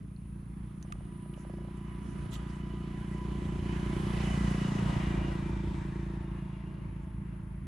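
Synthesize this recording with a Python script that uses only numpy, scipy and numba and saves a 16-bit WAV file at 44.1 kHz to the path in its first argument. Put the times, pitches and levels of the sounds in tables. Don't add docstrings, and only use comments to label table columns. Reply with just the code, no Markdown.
import sys
import numpy as np
from scipy import signal
from scipy.io import wavfile
from scipy.ndimage import uniform_filter1d
from numba import njit

SR = 44100
rng = np.random.default_rng(int(sys.argv[2]) if len(sys.argv) > 2 else 0)


def amplitude_ratio(level_db):
    exponent = np.asarray(level_db, float) / 20
    return 10 ** exponent


def generate_wav(signal):
    frames = np.transpose(np.atleast_2d(signal))
    scaled = np.clip(frames, -1, 1) * 32767
    pcm = np.round(scaled).astype(np.int16)
    wavfile.write(sys.argv[1], SR, pcm)


N = 338244
TIME = np.arange(N) / SR


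def level(x, db=0):
    return x * amplitude_ratio(db) / np.sqrt(np.mean(x ** 2))


def curves(table):
    s, *columns = np.transpose(table)
    return [np.interp(TIME, s, c) for c in columns]


def on_log_hz(hz, table):
    f, value = np.transpose(table)
    return np.interp(np.log(hz), np.log(f), value)


def heard_between(start, end, fade_s):
    return np.clip(np.minimum(TIME - start, end - TIME) / fade_s, 0, 1)


def pan(x, db):
    return x * amplitude_ratio(np.array([db, -db]).reshape(2, -1) / 2)


@njit
def svf(x, hz, width):
    y, b, l = np.empty(len(x)), 0., 0.
    for i in range(len(x)):
        g, k = np.tan(np.pi * hz[i] / SR), width / hz[i]
        v = (b + g * (x[i] - l)) / (1 + g * (g + k))
        b, l, y[i] = 2 * v - b, l + 2 * g * v, k * v
    return y


def band(x, hz, width, steep=False):
    hz = hz * np.ones(len(x))
    y = svf(x + 1e-18, hz, 1. * width)
    return svf(y, hz, 1. 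* width) if steep else y


def walk(rate):
    k = int(SR / rate)
    held = np.repeat(rng.standard_normal(N // k + 1), k)
    return 1.13 * uniform_filter1d(uniform_filter1d(held, k), k)[:N]


# pitch_hz, share
LIKENESS = [(30, 0.88), (60, 1), (200, 0.9), (330, 0.5), (500, 0.11), (1000, 0.038), (2000, 0.11),
            (3500, 0.86), (6000, 0.2), (10000, 0.24), (15000, .1)]
# pitch_hz, left_minus_right_db
LEAN = [(60, 0), (400, -3), (550, -5), (1200, 0.7), (4400, -0.1), (8000, 0), (14000, 11)]


def hiss(colour, flicker_db, rate, treble_db=0, low_db=0):
    plain, lifted = 0, 0
    lowest, highest = np.transpose(colour)[0][[0, -1]]
    for hz in lowest * 2 ** np.arange(0, np.log2(highest / lowest), 1 / 3):
        mid, side = (band(rng.standard_normal(N), hz, hz / 3, steep=True) for _ in range(2))
        like = np.clip(on_log_hz(hz, LIKENESS), 0, 1)
        treble_lift_db = np.clip(np.log2(hz / 2200) / 0.81, 0, 1.3) * treble_db
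        low_lift_db = np.clip(np.log2(980 / hz) / .5, 0, 1) * low_db
        gain = amplitude_ratio(on_log_hz(hz, colour) + flicker_db * walk(rate))
        pair = np.sqrt(1 + like) * mid + np.sqrt(1 - like) * side * np.array([[1], [-1]])
        pair = gain * pan(pair, on_log_hz(hz, LEAN))
        plain = plain + pair
        lifted = lifted + pair * amplitude_ratio(treble_lift_db + low_lift_db)
    return lifted / np.sqrt(np.mean(plain ** 2))


SPEED_M_S, PASSES_S, TRACK_M = 8.131, 4.643, 3.63


def bearing():
    along = SPEED_M_S * (TIME - PASSES_S)
    metres = np.hypot(along, TRACK_M)
    return along / metres, 20 * np.log10(TRACK_M / metres)


# peak_s, length_s, pitch_hz, level_db
ECHOES = [(4.485, 0.31, 351, -12.5), (4.8, 0.19, 351, -6.5), (6.01, 0.29, 351, 3.5), (1.57, 0.29, 351, 4.5),
          (0.46, 0.97, 351, -2.5), (4.835, 0.21, 330, -15), (4.2, 0.16, 238, -7.5), (1.4, 0.093, 130, 1),
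          (4.604, 0.25, 1500, -4.5), (5.0, 0.083, 1500, 0.5), (2.28, 0.36, 1500, 3.5), (3.3, .15, 60, 1.5),
          (0.29, 0.098, 60, 3.5), (1.2, 0.17, 60, -8), (2.25, 0.091, 60, 2), (6.6, 0.22, 60, -4),
          (4.7, 0.11, 60, -17), (1, 0.15, 500, -3), (1.9, 0.26, 580, -5), (6.9, 0.39, 730, -8),
          (5.29, 0.22, 500, 5), (5.5, .15, 160, -0.5), (3.6, .06, 1200, -9), (3.2, 0.059, 990, 7),
          (4.18, 0.075, 980, -14), (5.04, 0.28, 6000, -2), (5.85, 0.24, 6000, 3.5),
          (0.12, 0.27, 1500, -3.5), (.1, .4, 351, -6.5), (6.8, 0.28, 351, -3)]
ECHO_OCTAVES = .25


def reach(hz, db, coming, going):
    side, loss_db = bearing()
    echo_db = 0
    for s, length, f, d in ECHOES:
        in_band = np.exp(-(np.log2(f / hz) / ECHO_OCTAVES) ** 2)
        echo_db = echo_db + d * in_band * np.exp(-((TIME - s) / length) ** 2)
    return db + np.where(side < 0, coming, going) * loss_db + echo_db


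# pitch_hz, width_hz, level_db, polarity
THUMP = [(60, 20, 0, 1)]
PIPE = [(115, 59, -10, 1), (143, 74, 0, -1), (200, 43, 0, 1)]
HEADER = [(238, 150, 0, 1)]
SILENCER = [(351, 70, 0, -1)]
OUTLET = [(390, 110, 0, -1)]
# pitch_hz, level_db, coming, going
EXHAUST_REACH = [
    (60, -34.5, 0.7, 0.6),
    (161, -31.5, 0.73, 0.76),
    (244, -40, 0.93, 1.44),
    (355, -35, 1.28, 1.48),
    (474, -48.5, 4, 3.7),
]
UNEVEN_DB = [0.76, 0.84, 0.93, 1.62, 2.2]
FIRST_ORDER_DB = -18
JITTER_S, JITTER_S_PER_DB = .00008, .00001
BANK_S, BANK_DB, BANK_GROWTH = 0.01757, -17, 0.41


def exhaust(hz, turns):
    loss_db = bearing()[1]
    at = np.flatnonzero(np.diff(np.floor(turns)))
    late, common, *own = rng.standard_normal((len(at), 7)).T
    shift = (JITTER_S - JITTER_S_PER_DB * loss_db[at]) * SR * late
    at = np.clip(at + shift.astype(int), 0, N - 1)
    doppler, out = hz / 29.3, 0
    heard_db = [reach(*part) for part in EXHAUST_REACH]
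    parts = (THUMP, PIPE, HEADER, SILENCER, OUTLET)
    for modes, db, uneven_db, chance in zip(parts, heard_db, UNEVEN_DB, own):
        pulses = np.zeros(N)
        pulses[at] = amplitude_ratio(0.49 * common + uneven_db * chance)
        ringing = 0
        for f, width, mode_db, sign in modes:
            ringing = ringing + sign * amplitude_ratio(mode_db) * band(pulses, f * doppler, width, steep=True)
        out = out + amplitude_ratio(db) * level(ringing)
    echo = band(np.roll(out, int(BANK_S * SR)), 329, 90)
    out = out + amplitude_ratio(BANK_DB - BANK_GROWTH * loss_db) * echo
    first_order_db = heard_db[0] + FIRST_ORDER_DB + 2.5 * walk(8)
    return out + amplitude_ratio(first_order_db) * np.cos(2 * np.pi * (turns - .46))


# pitch_hz, level_db per Hz
ROAR_COLOUR = [(400, -7), (500, -5), (600, -3), (800, -6.5), (1000, -2), (1300, -7.5), (2000, -9),
               (2900, -13), (4460, -22), (8000, -22.5), (9100, -35), (10300, -54), (11800, -42),
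               (14500, -48)]


def strands(hz, count):
    out = 0
    for k in 20 * 6.5 ** ((np.arange(count) + rng.random(count)) / count):
        db = on_log_hz(k * 29, ROAR_COLOUR) + 4.6 * walk(5)
        wavering_hz = k * hz * (1 + 0.0059 * walk(4))
        tone = level(band(rng.standard_normal(N), wavering_hz, 18 + 0.54 * k, steep=True))
        out = out + pan(amplitude_ratio(db) * tone, 4.1 * walk(2.8))
    return level(out)


# start_s, rate_hz
ENGINE = [(0, 28.011), (2, 28.465), (4.6, 28.882), (6.3, 28.662), (7.67, 27.945)]
# multiple of firing rate, width_hz, start_s, end_s, level_db against roar
WHINE = [(42.3, 150, 0.43, 3, -12), (67.2, 40, 0.91, 3.8, -17), (67.6, 140, 4.0, 4.78, -10.5),
         (68, 120, 4.6, 5.7, -14), (101.3, 140, 0.78, 3.83, -15.5), (101.46, 120, 3.58, 5.4, -13.5),
         (34, 130, 2.83, 5.4, -13), (83.9, 83, 5, 6.1, -15), (101.2, 66, 6.2, 6.9, -16),
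         (38.4, 33, 5.8, 7.9, -12), (32.5, 100, 5.4, 7.63, -8.5), (23.05, 38, 6, 8.4, -13.5),
         (130, 83, 4.5, 6.6, -25.5), (63.7, 500, 5.7, 6.5, -11.5)]
# pitch_hz, level_db, coming, going
ROAR_REACH = (1500, -42, 1.1822, 1.2839)
TREBLE_REACH = (6000, -11, 0.27, 0.62)
LOW_REACH = (498, -4.5, 0.23, 0.44)
GEAR = (990, -51, 0.9, 1.2)
GEAR_TEETH, GEAR_FROM_S, GEAR_TO_S = 34, .85, 4.3
START_TURN = .74
ROAR_PAN_DB, ROAR_SWING_DB = -0.43, 2.5


def motorbike():
    side = bearing()[0]
    hz = curves(ENGINE)[0] * (1 - side * SPEED_M_S / 343)
    turns = START_TURN + np.cumsum(hz) / SR
    roar_db, treble_db, low_db = reach(*ROAR_REACH), reach(*TREBLE_REACH), reach(*LOW_REACH)
    throb = amplitude_ratio(0.68 * walk(30)) * (1 + 0.1 * np.cos(2 * np.pi * (turns - .15)))
    roar = throb * hiss(ROAR_COLOUR, 1.7, 12, treble_db=treble_db + 12.5, low_db=low_db + 5.5)
    roar = roar + amplitude_ratio(-9.5) * strands(hz, count=26)
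    for k, width, start, end, db in WHINE:
        tone = level(band(rng.standard_normal(N), k * hz, width, steep=True))
        roar = roar + heard_between(start, end, 0.12) * amplitude_ratio(db + 2.34 * walk(22)) * tone
    gear_gain = heard_between(GEAR_FROM_S, GEAR_TO_S, 0.34) * amplitude_ratio(reach(*GEAR) + 3.5 + 1.6 * walk(24.92))
    gear = gear_gain * np.sin(2 * np.pi * GEAR_TEETH * turns + 0.9 * walk(12))
    pan_db = ROAR_PAN_DB + ROAR_SWING_DB * side
    return exhaust(hz, turns) + pan(amplitude_ratio(roar_db + 1.25) * roar + gear, pan_db)


# pitch_hz, level_db per Hz
RUMBLE_COLOUR = [(25, -27), (33, -13), (43, 0), (55, 1), (72, 0.5), (115, -1.5), (185, -6.5), (240, -12.5),
                 (310, -12), (390, -25)]
# pitch_hz, level_db, coming, going
RUMBLE_REACH = (92, -42.5, 0.35, 0.48)
# peak_s, length_s, level_db
GUSTS = [
    (.15, 0.14, -3.5),
    (1.4, 0.14, 0.5),
    (2.206, 0.18, 3),
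    (3.2, 0.059, -1),
    (4.15, 0.2, -1.5),
    (5.5, 0.24, 2.5),
    (6.6, 0.074, -2),
    (7.305, 0.21, 1.5),
]
GUST_DB, GUST_RATE = 1.77, 7.6


def breeze():
    gust_db = GUST_DB * walk(GUST_RATE)
    for s, length, db in GUSTS:
        gust_db = gust_db + db * np.exp(-((TIME - s) / length) ** 2)
    return amplitude_ratio(reach(*RUMBLE_REACH) + gust_db + 3) * hiss(RUMBLE_COLOUR, 3.64, 7)


# pitch_hz, level_db per Hz
AIR = [(320, -34), (550, -9), (983, 7.5), (1160, 9.5), (1960, -17), (7210, -13.5), (8630, -18), (9910, -38),
       (11900, -53), (14000, -33), (15000, -44)]
AIR_DB = -72.5


def air():
    return amplitude_ratio(AIR_DB) * hiss(AIR, 1.4, 6.7)


# start_s, end_s, last_level_db
INSECT_CALLS = [
    (0.028, 0.337, -71),
    (.45, 0.913, -71.5),
    (0.798, 1.35, -65.5),
    (1.93, 2.27, -67.5),
    (3.3, 3.7, -85),
]
CALL_SWELL_DB, CALL_REST_DB = 6, -88


def lower_voice_db():
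    db = np.full(N, 1. * CALL_REST_DB)
    for start, end, last_db in INSECT_CALLS:
        call_db = last_db - CALL_SWELL_DB * (end - TIME) / (end - start)
        db = np.where((TIME > start) & (TIME < end), np.maximum(db, call_db), db)
    return uniform_filter1d(db, SR // 50)


# start_s, level_db, left_minus_right_db
INSECTS = [(0, -76.5, 1), (.4, -73, 1), (.9, -76, 2), (1.35, -71, 2), (1.6, -73.5, 5), (2.3, -72.5, 1),
           (2.6, -75, 6), (3.2, -72.5, 4), (3.5, -74, 7), (4.2, -64.5, 7), (4.9, -69.5, 6), (5.6, -77.5, 3),
           (7.67, -77.5, 1.5)]
# start_s, end_s, level_db
SOLOS = [
    (.5, 0.7, -82),
    (1.24, 1.546, -74),
    (2.15, 2.45, -74),
]
SOLO_HZ = 10200
BUZZ_HZ, BUZZ_SHARE = 277, .8


def insects():
    main_db, pan_db = curves(INSECTS)
    stroke_count = np.floor(np.cumsum(BUZZ_HZ * (1 + .0008 * walk(10))) / SR)
    strokes = level(np.diff(stroke_count, prepend=0))
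    voices = [(9590, 10550, main_db + 0.9, 0), (9000, 9900, lower_voice_db() - 3.0, BUZZ_SHARE),
              (13400, 14300, main_db - 16.0, 0)]
    out = 0
    for low_hz, high_hz, db, buzz in voices:
        noise = rng.standard_normal((3, N))
        source = noise[:2] + 0.51 * noise[2] + buzz * strokes
        sos = signal.butter(2, [low_hz, high_hz], "bandpass", fs=SR, output="sos")
        out = out + amplitude_ratio(db + 1.4 * walk(60)) * level(signal.sosfilt(sos, source))
    singer = level(band(rng.standard_normal(N), SOLO_HZ, 150, steep=True))
    for start, end, db in SOLOS:
        out = out + singer * amplitude_ratio(db) * heard_between(start, end, 0.028)
    return pan(out, pan_db)


def strike(events, rattle, ring_t60):
    out, t = np.zeros((2, N + SR)), np.arange(SR // 10) / SR
    for s, db, hz, width, ring_db, pan_db in events:
        push = (t == 0) + rattle * rng.standard_normal(len(t)) * amplitude_ratio(-60 * t / 0.0092)
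        body = band(push, hz, width, steep=True)
        ring = amplitude_ratio(ring_db) * np.sin(2 * np.pi * hz * t) * amplitude_ratio(-60 * t / ring_t60)
        at = int(s * SR)
        out[:, at:at + len(t)] += pan(amplitude_ratio(db) * (body / np.max(np.abs(body)) + ring), pan_db)
    return out[:, :N]


# start_s, peak_db, pitch_hz, width_hz, ring_db
TICKS = [
    (0.03, -63, 3000, 3000, -18),
    (.1635, -62, 4300, 1200, -8),
    (0.8275, -44.5, 6140, 2000, -10),
    (.8272, -41.5, 2980, 9000, -28),
    (0.924, -38.5, 7200, 5000, -36),
    (0.923, -37.5, 2580, 1690, -19),
    (1.3370, -52, 2600, 1800, -10),
    (1.341, -50.5, 2950, 500, -10),
    (2.3397, -42, 4500, 7000, -24),
    (2.355, -42, 3020, 1500, -12),
]
TICK_PAN_DB = -8.5


def ticks():
    return strike([(*row, TICK_PAN_DB) for row in TICKS], 0.12, 0.046)


# start_s, peak_db, left_minus_right_db
KNOCKS = [(0.849, -54, -13), (0.902, -54, -8), (0.954, -51, -8), (1.006, -51, -7), (1.258, -50, -8),
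          (1.375, -49, -12), (1.449, -46, -8), (1.497, -44.5, -10), (1.538, -46.5, -10), (1.583, -48, -12),
          (1.617, -50, -4.5), (1.648, -50, -13), (1.683, -51, -9)]
KNOCK_HZ = 584


def knocks():
    events = [(s + 0.00119, db + 2.5, KNOCK_HZ, 340, -11, pan_db) for s, db, pan_db in KNOCKS]
    return strike(events, 0.053, 0.017)


# start_s, peak_db, pitch_hz, width_hz, ring_db
HOUSING = [(0.9243, -35, 1210, 260, -1)]


def housing():
    return strike([(*row, -2.5) for row in HOUSING], .05, .03) * np.array([[-1], [1]])


# start_s, length_s, pitch_hz, level_db, left_minus_right_db
BRUSHES = [
    (1.356, 0.091, 6300, -70.5, -4),
    (1.765, .02, 8000, -71, -1.5),
    (2.012, 0.16, 6040, -73.5, -10),
    (2.313, 0.06, 3280, -52, -5),
    (2.301, 0.086, 7000, -57, -2),
    (2.325, .03, 11600, -59, -1.5),
    (2.485, 0.038, 5000, -66, -4),
    (2.55, .02, 7500, -69, -1.5),
    (7.0, 0.065, 7000, -80, -2),
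]


def brushes():
    out = np.zeros((2, N))
    for s, length, hz, db, pan_db in BRUSHES:
        at, n = int(s * SR), int(length * SR)
        grain_gain = amplitude_ratio(1.9 * rng.exponential(size=SR // 4))[:n]
        grains = rng.standard_normal((3, SR // 4))[:, :n] * grain_gain
        leaves = np.array([band(g + 0.66 * grains[2], hz, 0.53 * hz, steep=True) for g in grains[:2]])
        swell = np.sin(np.pi * np.arange(n) / n)
        out[:, at:at + n] += pan(level(leaves, db) * swell, pan_db)
    return out


def scene():
    hands = ticks() + knocks() + housing() + brushes()
    return pan(motorbike() + breeze(), -0.34) + air() + insects() + hands


def low_pass(x):
    return signal.sosfilt(signal.butter(12, 15640, fs=SR, output="sos"), x)


MIC_TOP_HZ = 14100


def record(dry):
    mix = signal.sosfilt(signal.butter(8, MIC_TOP_HZ, fs=SR, output="sos"), dry)
    return low_pass(mix)


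dry = scene()
out = record(dry)
generate_wav(out)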